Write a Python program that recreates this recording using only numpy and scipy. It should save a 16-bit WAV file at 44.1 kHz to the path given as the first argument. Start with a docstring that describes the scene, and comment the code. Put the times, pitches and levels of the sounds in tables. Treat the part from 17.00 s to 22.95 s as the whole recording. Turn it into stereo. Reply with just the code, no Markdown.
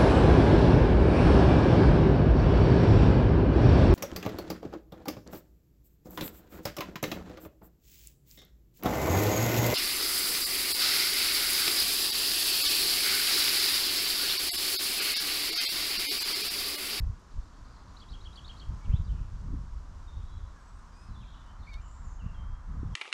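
"""Small birds sing round a farm pond: a quick six-fold chirp with a flourish, scattered whistles and
thin high trills. Each note is a nearly pure, gliding tone from the syrinx, echoed by foliage.
A twig snaps and faint ticks sound. Light gusts rumble and thump as eddies cross the microphone's
ports, over the broadband noise of a far road, an engine and hissing leaves."""
import sys
import numpy as np
from scipy import signal
from scipy.fft import rfft, irfft
from scipy.io import wavfile
from scipy.ndimage import uniform_filter1d

SR = 44100
rng = np.random.default_rng(int(sys.argv[2]) if len(sys.argv) > 2 else 0)


def file_out(sig):
    """Save sig as 16-bit WAV at sys.argv[1]."""
    # one column per channel
    cols = np.atleast_2d(sig).T
    # limit, then scale
    lim = np.clip(cols, -1, 1)
    pcm = np.round(lim * 32767).astype(np.int16)
    wavfile.write(sys.argv[1], SR, pcm)


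N = 262395
T = np.arange(N) / SR

# the four strokes of a syllable: offset_s, length_s, evenly spaced pitches_hz, relative_db
RISE = (0, .018, 3450, 3850, 4250, 0)
UPSTROKE = (.016, .011, 3550, 4400, 5250, -3.5)
HOOK = (.033, .015, 3500, 4300, 4550, 3950, 2900, 0)
ARCH = (.048, .026, 2850, 3200, 3340, 3200, 2580, 0)
# its repeats: start_s, rise_pitch_ratio, other_pitch_ratio, rise_and_upstroke_db, hook_db, arch_db
SYLLABLES = [(.965, 1.08, 1.02, -60, -55.5, -56), (1.085, 1.0, 1.0, -58, -58.5, -54),
             (1.205, 1.02, .995, -62, -59, -53), (1.323, .99, 1.01, -61, -55, -50),
             (1.444, .98, .985, -52.5, -52.5, -49.5), (1.562, 1.02, .985, -58, -55.5, -54.5)]
# closing notes: start_s, length_s, start_hz, middle_hz, end_hz, level_db
FLOURISH = [(1.805, .068, 2160, 2274, 2200, -68.5), (1.843, .028, 3890, 2820, 2450, -61.5),
            (1.892, 0.042, 1990, 2450, 3000, -64.5), (1.926, 0.037, 2960, 3350, 3560, -58.5),
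            (1.956, 0.017, 3380, 3660, 3920, -57), (2.04, .025, 4570, 4720, 4600, -68),
            (2.07, .014, 4570, 3850, 3480, -65), (2.088, 0.029, 2840, 3120, 2500, -64)]
def near_song(trunk_delay_s=.022, trunk_db=-18):
    """Reflection: a trunk returns a delayed copy of six swept syllables. A flourish ends the song."""
    rises, sweeps, arches = [], [], []
    for start, rise_ratio, ratio, rise_db, hook_db, arch_db in SYLLABLES:
        rises.append(stroke(RISE, start, rise_ratio, rise_db))
        sweeps += [stroke(UPSTROKE, start, ratio, rise_db), stroke(HOOK, start, ratio, hook_db)]
        arches.append(stroke(ARCH, start, ratio, arch_db))
    song = syrinx(rises, vibrato=.03, flutter_db=2.5, vibrato_hz=150)
    song += syrinx(sweeps, vibrato=.018, flutter_db=3.2)
    song += syrinx(arches, vibrato=.0053, flutter_db=1, octave_db=-38)
    song += undb(trunk_db) * np.interp(T - trunk_delay_s, T, song)
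    flourish = syrinx(FLOURISH, vibrato=.02, flutter_db=3, octave_db=-36, vibrato_hz=140.6)
    return (foliage(song, pan_db=-3.5, lag_s=3.6e-5, echo_db=-9, t60_s=.37)
            + foliage(flourish, pan_db=-3, lag_s=3.6e-5, echo_db=-4.5, t60_s=.35, direct_db=-2))


# two soft flicks: offset_s, length_s, start_hz, middle_hz, end_hz, relative_db
FLICK_PAIR = [(0, 0.011, 5020, 4100, 3130, -5.5), (0.029, 0.009, 5160, 4940, 4630, -11)]
def opening_flicks(start_s=.312, period_s=.1125, first_db=-61, step_db=1, scatter_octaves=.0404):
    """Frequency sweeps: six pairs of falling flicks grow louder and lead into the near song."""
    notes = []
    for k in range(6):
        for flick in FLICK_PAIR:
            ratio = 2 ** (scatter_octaves * rng.standard_normal())
            notes.append(stroke(flick, start_s + k * period_s, ratio, first_db + k * step_db))
    voice = syrinx(notes, vibrato=.035, flutter_db=1.5, vibrato_hz=260)
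    return foliage(voice, pan_db=-3, lag_s=3.6e-5, echo_db=-3, t60_s=.5, direct_db=-4)


def stroke(shape, start, ratio, level_db):
    """Transposition: scaling all pitches by one ratio keeps a note's contour."""
    offset, length, *hz, db = shape
    return (start + offset, length, *(ratio * np.array(hz)), level_db + db)


def syrinx(notes, vibrato, flutter_db, octave_db=-40, vibrato_hz=170):
    """Frequency and amplitude modulation: a gliding tone and its octave waver unevenly."""
    wobble = np.sin(2 * np.pi * np.cumsum(vibrato_hz * (1 + .28 * walk(90))) / SR)
    pitch_ratio = 1 + vibrato * wobble
    strength = undb(flutter_db * walk(130))
    out = np.zeros(2 * N)
    for start, length, *pitches, db in notes:
        progress = np.linspace(0, 1, max(int(length * SR), 8))
        at = max(int(start * SR), 0) + np.arange(len(progress))
        contour = np.polyfit(np.linspace(0, 1, len(pitches)), pitches, len(pitches) - 1)
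        phase = 2 * np.pi * np.cumsum(np.polyval(contour, progress) * pitch_ratio[at % N]) / SR
        swell = np.abs(np.sin(np.pi * progress)) ** .5 * strength[at % N]
        out[at] += np.sqrt(2) * undb(db) * swell * (np.sin(phase) + undb(octave_db) * np.sin(2 * phase))
    return out[:N]


def foliage(x, pan_db, lag_s, echo_db, t60_s, direct_db=0):
    """Scattering: trunks and leaves add decaying echoes, stronger the deeper the source sits."""
    response = rng.standard_normal((3, N)) * (rng.random((3, N)) < .03)
    response *= np.exp(-np.log(1000) * T / t60_s) * (1 - np.exp(-T / .0028))
    response *= undb(echo_db) / np.sqrt(np.sum(response ** 2, axis=1, keepdims=True))
    echoes = signal.fftconvolve(x[None], response, axes=1)[:, :N]  # source's side, left, right
    return place(undb(direct_db) * x + echoes[0], pan_db, lag_s) + .84 * echoes[1:]


# call notes: start_s, length_s, start_hz, middle_hz, end_hz, level_db, octave_db
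BANK_CALL = [(4.668, 0.022, 2480, 2200, 2260, -57.5, -18), (4.682, 0.027, 2220, 2350, 2360, -55.5, -13),
             (4.7, 0.074, 2326, 2200, 2270, -57.5, -9), (4.714, 0.057, 3830, 3660, 3840, -64.5, -40),
             (4.769, 0.034, 2330, 2380, 2370, -62.5, -24)]
def bank_call():
    """Superposition: two voices overlap in one clear call from the open bank."""
    voice = sum(syrinx([note], vibrato=.0053, flutter_db=1.5, octave_db=octave_db)
                for *note, octave_db in BANK_CALL)
    return foliage(voice, pan_db=4, lag_s=1.5e-5, echo_db=-17, t60_s=.45)


# three birds' notes: start_s, length_s, start_hz, middle_hz, end_hz, level_db
WARBLE = [(3.074, 0.037, 3700, 3660, 3600, -62), (3.165, .025, 3760, 3760, 3660, -65.5),
          (3.265, 0.02, 3880, 3850, 3890, -66), (3.3, 0.096, 3870, 3940, 3850, -70),
          (3.42, .07, 3890, 3900, 3940, -75), (4.082, 0.02, 4970, 4450, 4100, -67),
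          (4.098, 0.066, 4000, 3990, 3900, -71), (4.146, .036, 3880, 3470, 3680, -61.5),
          (4.204, 0.018, 3020, 3230, 3150, -64), (4.217, .033, 3080, 2600, 2200, -67.5),
          (4.28, .014, 3050, 3280, 3150, -69), (4.322, 0.028, 3820, 3380, 2730, -63),
          (4.351, 0.015, 3400, 3500, 3450, -69), (4.394, 0.027, 3400, 3510, 3450, -64),
          (4.455, 0.067, 2790, 3010, 3150, -67), (4.624, 0.021, 4000, 3600, 3550, -65),
          (5.188, 0.044, 3240, 2820, 2640, -63.5), (5.28, 0.026, 2900, 2740, 2970, -66),
          (5.342, 0.02, 3340, 3280, 3130, -63), (5.362, 0.058, 3150, 3145, 3170, -60),
          (5.425, 0.175, 3200, 3223, 3290, -73.5), (5.93, 0.023, 3330, 3160, 3120, -66)]
LOW_WHISTLE = [(3.56, 0.058, 1740, 1620, 1490, -63)]
REEDY_NOTE = [(3.91, 0.2, 2340, 2525, 2550, -75.5)]
def midrange_birds():
    """Harmonics set timbre: a warble and a whistle are nearly pure; a strong octave sounds reedy."""
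    warble = syrinx(WARBLE, vibrato=.0091, flutter_db=1.5, octave_db=-32)
    whistle = syrinx(LOW_WHISTLE, vibrato=.012, flutter_db=2, octave_db=-28, vibrato_hz=70)
    reedy = syrinx(REEDY_NOTE, vibrato=.0095, flutter_db=1.5, octave_db=3.5, vibrato_hz=34.6)
    return (foliage(warble, pan_db=-2.5, lag_s=7e-5, echo_db=-5.5, t60_s=.6)
            + foliage(whistle, pan_db=-2, lag_s=3.7e-5, echo_db=-8, t60_s=.7)
            + foliage(reedy, pan_db=3, lag_s=5e-6, echo_db=-12, t60_s=.55))


# very high notes: start_s, length_s, start_hz, middle_hz, end_hz, level_db
HIGH_RUN = [(4.815, .014, 7440, 7170, 7100, -63), (4.85, .025, 7850, 7150, 6850, -62),
            (4.877, .016, 8000, 7450, 7100, -66), (4.901, 0.02, 8000, 7350, 7000, -63.5),
            (4.92, 0.017, 7200, 7400, 6950, -62), (4.94, 0.069, 7400, 7540, 7400, -73),
            (5.015, 0.0203, 7830, 7500, 7000, -67), (5.034, 0.03, 6900, 7120, 7050, -61),
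            (5.067, 0.028, 6780, 6380, 6400, -61.5), (5.106, .014, 6900, 6500, 6150, -62)]
PEEPS = [(3.595, 0.048, 8150, 7900, 7600, -76), (3.665, 0.045, 7850, 7860, 7700, -75),
         (3.73, .08, 8350, 8500, 8450, -80), (3.94, 0.12, 8200, 8300, 8350, -81)]
TRILLS = [(1.28, 0.13, 9340, 10000, 9800, -80), (3.95, 0.11, 9600, 10200, 10000, -82)]
def high_birds():
    """Modulation sidebands: deep vibrato makes a run and trills buzz; treetop peeps stay thin."""
    run = syrinx(HIGH_RUN, vibrato=.026, flutter_db=3, vibrato_hz=120)
    peeps = syrinx(PEEPS, vibrato=.009, flutter_db=2, vibrato_hz=61.3)
    trills = syrinx(TRILLS, vibrato=.044, flutter_db=2, vibrato_hz=85)
    return (foliage(run, pan_db=0, lag_s=2e-6, echo_db=-5, t60_s=.78, direct_db=-8.5)
            + foliage(peeps, pan_db=3, lag_s=3e-6, echo_db=-3, t60_s=.7)
            + foliage(trills, pan_db=6, lag_s=2e-6, echo_db=-6, t60_s=.77, direct_db=-7.5))


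# bursts of notes: start_s, length_s, first_hz, last_hz, scatter_octaves, level_db
TWITTER = [(0.638, 0.12, 4820, 4360, 0.22, -68.5), (2.108, 0.1, 3050, 2600, 0.22, -69.5),
           (3.084, 0.33, 3480, 3560, 0.095, -71.5), (4.17, 0.21, 3540, 3450, 0.322, -65.5),
           (4.586, 0.057, 4270, 3830, 0.084, -69), (4.797, .04, 2810, 2990, 0.06, -67),
           (5.228, 0.054, 2760, 2800, .14, -68), (5.786, 0.14, 3800, 3280, 0.043, -76)]
def far_twitter(note_s=.014):
    """Reverberant field: quick, randomly bent notes arrive from afar mostly as echo."""
    notes = []
    for start, length, first_hz, last_hz, scatter, db in TWITTER:
        count = max(round(length / note_s), 1)
        bends = 2 ** (scatter * rng.uniform(-.985, 1, (count, 3)))
        for k, hz in enumerate(np.geomspace(first_hz, last_hz, count)):
            notes.append((start + k * length / count, length / count, *(hz * bends[k]), db))
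    voice = syrinx(notes, vibrato=.036, flutter_db=2, octave_db=-45, vibrato_hz=79.7)
    return foliage(voice, pan_db=-.5, lag_s=5e-5, echo_db=-1.5, t60_s=.65, direct_db=-5.5)


# cracks: start_s, level_db, decay_s
SNAPS = [(4.7336, -52.5, .003), (4.739, -57, 0.0034), (4.741, -54.5, 0.0023)]
# their spectrum: frequency_hz, relative_db
SNAP_SPECTRUM = [(1200, -5), (2500, -3), (4300, -1), (6500, -7), (9000, -18), (13000, -20)]
def twig():
    """Brittle fracture: dry wood releases broadband bursts that die within milliseconds."""
    envelope = sum(burst(*snap) for snap in SNAPS)
    return foliage(envelope * noise(SNAP_SPECTRUM), pan_db=0, lag_s=1.5e-5, echo_db=-11, t60_s=.3)


# faint ticks: start_s, level_db
TICKS = [(.197, -69), (.217, -71), (2.79, -71), (3.38, -72)]
# their spectrum: frequency_hz, relative_db
TICK_SPECTRUM = [(7500, -10), (9500, 2), (13000, -4)]
def ticks():
    """Transients: very short bursts of high noise are heard as thin ticks."""
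    envelope = sum(burst(start, db, decay_s=.0017) for start, db in TICKS)
    return place(envelope * noise(TICK_SPECTRUM), pan_db=-4, lag_s=1e-5)


# the breeze between gusts: time_s, rumble_db
BREEZE = [(0, -55), (.5, -50), (1.0, -47), (1.6, -46), (2.2, -39), (3.4, -42.5), (3.65, -53.5),
          (4.2, -43.5), (4.5, -48), (5.05, -40.5), (5.95, -47.5)]
# gusts: start_s, length_s, rumble_db, flutter_db, pan_db
GUSTS = [(0, 0.098, -31, -42.5, -4), (0.35, 0.05, -35, -56, -3), (0.603, 0.017, -43.5, -53, -1),
         (1.125, 0.016, -36, -61, -3), (1.21, 0.091, -43, -77, -5), (1.692, 0.059, -36.5, -45, 5),
         (1.879, 0.13, -28, -36.5, -6), (2.083, 0.12, -31, -42, -6), (2.324, 0.14, -37, -48, -1),
         (2.48, 0.12, -35.5, -40.5, 0.5), (2.743, 0.013, -36.5, -64, -7), (3.173, 0.051, -32.5, -49.5, -4),
         (3.386, 0.05, -36.5, -76, -5.5), (3.723, 0.052, -44, -65, 1), (4.091, 0.125, -42, -46, 11),
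         (4.601, 0.015, -39, -55, -1), (4.73, 0.037, -40, -61, -8), (5.014, 0.08, -47, -55, 6),
         (5.243, 0.068, -40, -46, 5), (5.379, 0.17, -35.5, -50.5, 4), (5.687, 0.24, -35.5, -42, 1)]
# spectra of rumble and flutter: frequency_hz, relative_db
SLOW_EDDIES = [(12, -11.5), (24, 0), (38, 4), (72, -2.5), (105, -13), (150, -27), (260, -40.5)]
FAST_EDDIES = [(55, -19), (88, 2), (115, 3.5), (155, 0), (210, -8), (300, -26.5), (450, -29), (900, -42.5)]
def wind(breeze_flutter_db=-17):
    """Turbulence: slow eddies rumble and fast ones flutter; gusts and breeze add in power."""
    breeze_db = level_curve(BREEZE)
    rumble_power = port_gains(breeze_db, pan_db=-.5) ** 2
    flutter_power = port_gains(breeze_db + breeze_flutter_db, pan_db=-.5) ** 2
    for start, length, rumble_db, flutter_db, pan_db in GUSTS:
        rumble_power += gust_power(start, length, rumble_db, pan_db, release_s=.039)
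        flutter_power += gust_power(start, length, flutter_db, pan_db, release_s=.035)
    slow = eddies(SLOW_EDDIES, span_s=.0586, apart_db=-3.5) * undb(1.74 * walk(25))
    fast = eddies(FAST_EDDIES, span_s=.038, apart_db=1.5) * undb(-.5 + 2.8 * walk(50))
    return slow * np.sqrt(rumble_power) + fast * np.sqrt(flutter_power)


# head-on gusts: start_s, length_s, level_db, pan_db
BUFFETS = [(2.195, .01, -55, -6), (2.475, .025, -53, -6), (2.53, .025, -45.5, -8)]
# their spectrum: frequency_hz, relative_db
BUFFET_EDDIES = [(140, -2), (230, 0), (300, -3), (400, -14), (500, -32), (700, -55)]
def buffets():
    """Eddy breakup: air striking a port head-on forms the smallest eddies, a higher flapping."""
    power = sum(gust_power(*buffet, release_s=.025) for buffet in BUFFETS)
    return eddies(BUFFET_EDDIES, span_s=.044, apart_db=-2) * np.sqrt(power)


# single eddies: centre_s, peak_db, width_s, pan_db
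THUMPS = [(.099, -29.5, .0022, -7), (.36, -30, .006, -4), (1.707, -36, .0013, -2),
          (1.902, -17.5, .0052, -5), (1.943, -15.5, .0024, -8), (2.002, -25, .0028, -5),
          (2.125, -30, .0025, -5), (2.215, -30, .0025, -5), (2.505, -33, .0014, -6), (2.54, -32, .001, -8),
          (4.11, -41, .0013, -5), (5.264, -28.5, .0018, 11.5), (5.833, -30, .001, -14)]
def thumps():
    """Bipolar pressure pulse: an eddy crossing a port gives a quick push, then suction."""
    out = np.zeros((2, N))
    for centre, db, width, pan_db in THUMPS:
        u = (T - centre) / width
        out -= undb(db + np.array([[.5], [-.5]]) * pan_db) * u * np.exp((1 - u ** 2) / 2)
    return out


def gust_power(start, length, db, pan_db, release_s, attack_s=.02):
    """Power is amplitude squared: a gust rises quickly, holds and dies away."""
    envelope = np.exp(np.minimum(T - start, 0) / attack_s - np.maximum(T - start - length, 0) / release_s)
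    return (port_gains(db, pan_db) * envelope) ** 2


def port_gains(db, pan_db):
    """Level difference: wind is stronger at the port that faces it."""
    lean = undb(np.array([[.5], [-.5]]) * pan_db)
    return undb(db) * lean / lean.mean()


def eddies(spectrum, span_s, apart_db):
    """Steady turbulence: noise at the ports, its power evened out over span_s."""
    pressure = field(spectrum, 0, 0, apart_db)
    power = uniform_filter1d(np.mean(pressure ** 2, axis=0), max(int(span_s * SR), 2))
    return pressure / np.sqrt(power)


# spectra of tyres, engine and leaves: frequency_hz, relative_db
ROAD = [(100, 2), (250, -1), (420, -13), (620, -8), (820, -5), (1020, 1.5), (1300, -2), (1650, -8.5),
        (2100, -16.5), (2800, -29.5), (4500, -53)]
DRONE = [(150, 1.5), (250, 0), (420, -8), (620, -10), (900, -24)]
LEAVES = [(1500, -1.5), (2800, 0), (4200, 0), (5600, 2), (7200, -1), (8300, -7), (10000, -14), (12400, -18),
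          (14000, -33)]
# their swells: time_s, relative_db
ROAD_SWELL = [(0, -62), (.65, -61.5), (.95, -59.5), (1.3, -61), (1.85, -59), (2.05, -62), (3.4, -61),
              (4.1, -60), (4.55, -59), (4.85, -60.5), (5.25, -58.5), (5.95, -59)]
DRONE_SWELL = [(0, -63), (1.7, -60.5), (3.2, -63.5), (4.6, -71.5), (5.95, -67.5)]
LEAF_SWELL = [(0, -74.5), (1.6, -72), (2.3, -74), (3.9, -74.5), (5.5, -78), (5.95, -75.5)]
def background():
    """Incoherent sources: far tyres hum, an engine drones and leaves hiss, each swelling slowly."""
    road = field(ROAD, pan_db=-1.5, lag_s=6e-5, apart_db=-7)
    road *= undb(level_curve(ROAD_SWELL) + 2.5 + .5 * walk(9))
    drone = field(DRONE, pan_db=-3, lag_s=6e-5, apart_db=-6.5) * undb(level_curve(DRONE_SWELL))
    leaves = field(LEAVES, pan_db=3.5, lag_s=1e-5, apart_db=-5.5)
    leaves *= undb(level_curve(LEAF_SWELL) + 6 + .5 * walk(14))
    return road + drone + leaves


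def field(spectrum, pan_db, lag_s, apart_db):
    """Partial coherence: the ports share one noise, and each adds its own at apart_db."""
    own = np.array([noise(spectrum), noise(spectrum)])
    shared = place(noise(spectrum), pan_db, lag_s)
    return (shared + undb(apart_db) * own) / np.sqrt(1 + undb(apart_db) ** 2)


def place(x, pan_db, lag_s):
    """Localisation: pan_db is left minus right level; the left port hears lag_s later."""
    delay = np.exp(-2j * np.pi * np.arange(N // 2 + 1) * SR / N * lag_s)
    return np.array([irfft(rfft(x) * delay, N) * undb(pan_db / 2), x * undb(-pan_db / 2)])


def noise(spectrum):
    """Spectral shaping: unit noise that follows the given points and rolls off beyond them."""
    hz, db = np.transpose(spectrum)
    f = np.maximum(np.arange(N // 2 + 1) * SR / N, 1)
    gain = undb(np.interp(np.log(f), np.log(hz), db))
    rolloff = np.minimum(f / hz[0], 1) * np.minimum(hz[-1] / f, 1)
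    y = irfft(rfft(rng.standard_normal(N)) * gain * rolloff ** 2, N)
    return y / y.std()


def walk(rate_hz):
    """Smoothed noise: about rate_hz turns a second, with a spread of 1."""
    hold = max(int(SR / rate_hz), 1)
    steps = np.repeat(rng.standard_normal(N // hold + 1), hold)
    y = uniform_filter1d(uniform_filter1d(steps, hold), hold)[:N]
    return y / y.std()


def burst(start, db, decay_s):
    """Exponential decay after a sudden onset."""
    return undb(db) * (T >= start) * np.exp(-np.abs(T - start) / decay_s)


def level_curve(points):
    """Linear interpolation of level over time."""
    return np.interp(T, *np.transpose(points))


def undb(db):
    """Decibels to amplitude ratio."""
    return 10 ** (np.asarray(db) / 20)


def scene():
    """Superposition: the pressures of all sources add at the two ports."""
    birds = near_song() + opening_flicks() + bank_call() + midrange_birds() + high_birds() + far_twitter()
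    return birds + twig() + ticks() + wind() + buffets() + thumps() + background()


def record(dry, fade_s=.006, cutoff_hz=13200):
    """Band limiting: a steep low-pass cuts the top, after short fades at both ends."""
    fade = np.clip(np.minimum(T, T[-1] - T) / fade_s, 0, 1)
    return signal.sosfilt(signal.ellip(8, .2, 70, cutoff_hz, fs=SR, output="sos"), dry * fade)


dry = scene()
out = record(dry)
file_out(out)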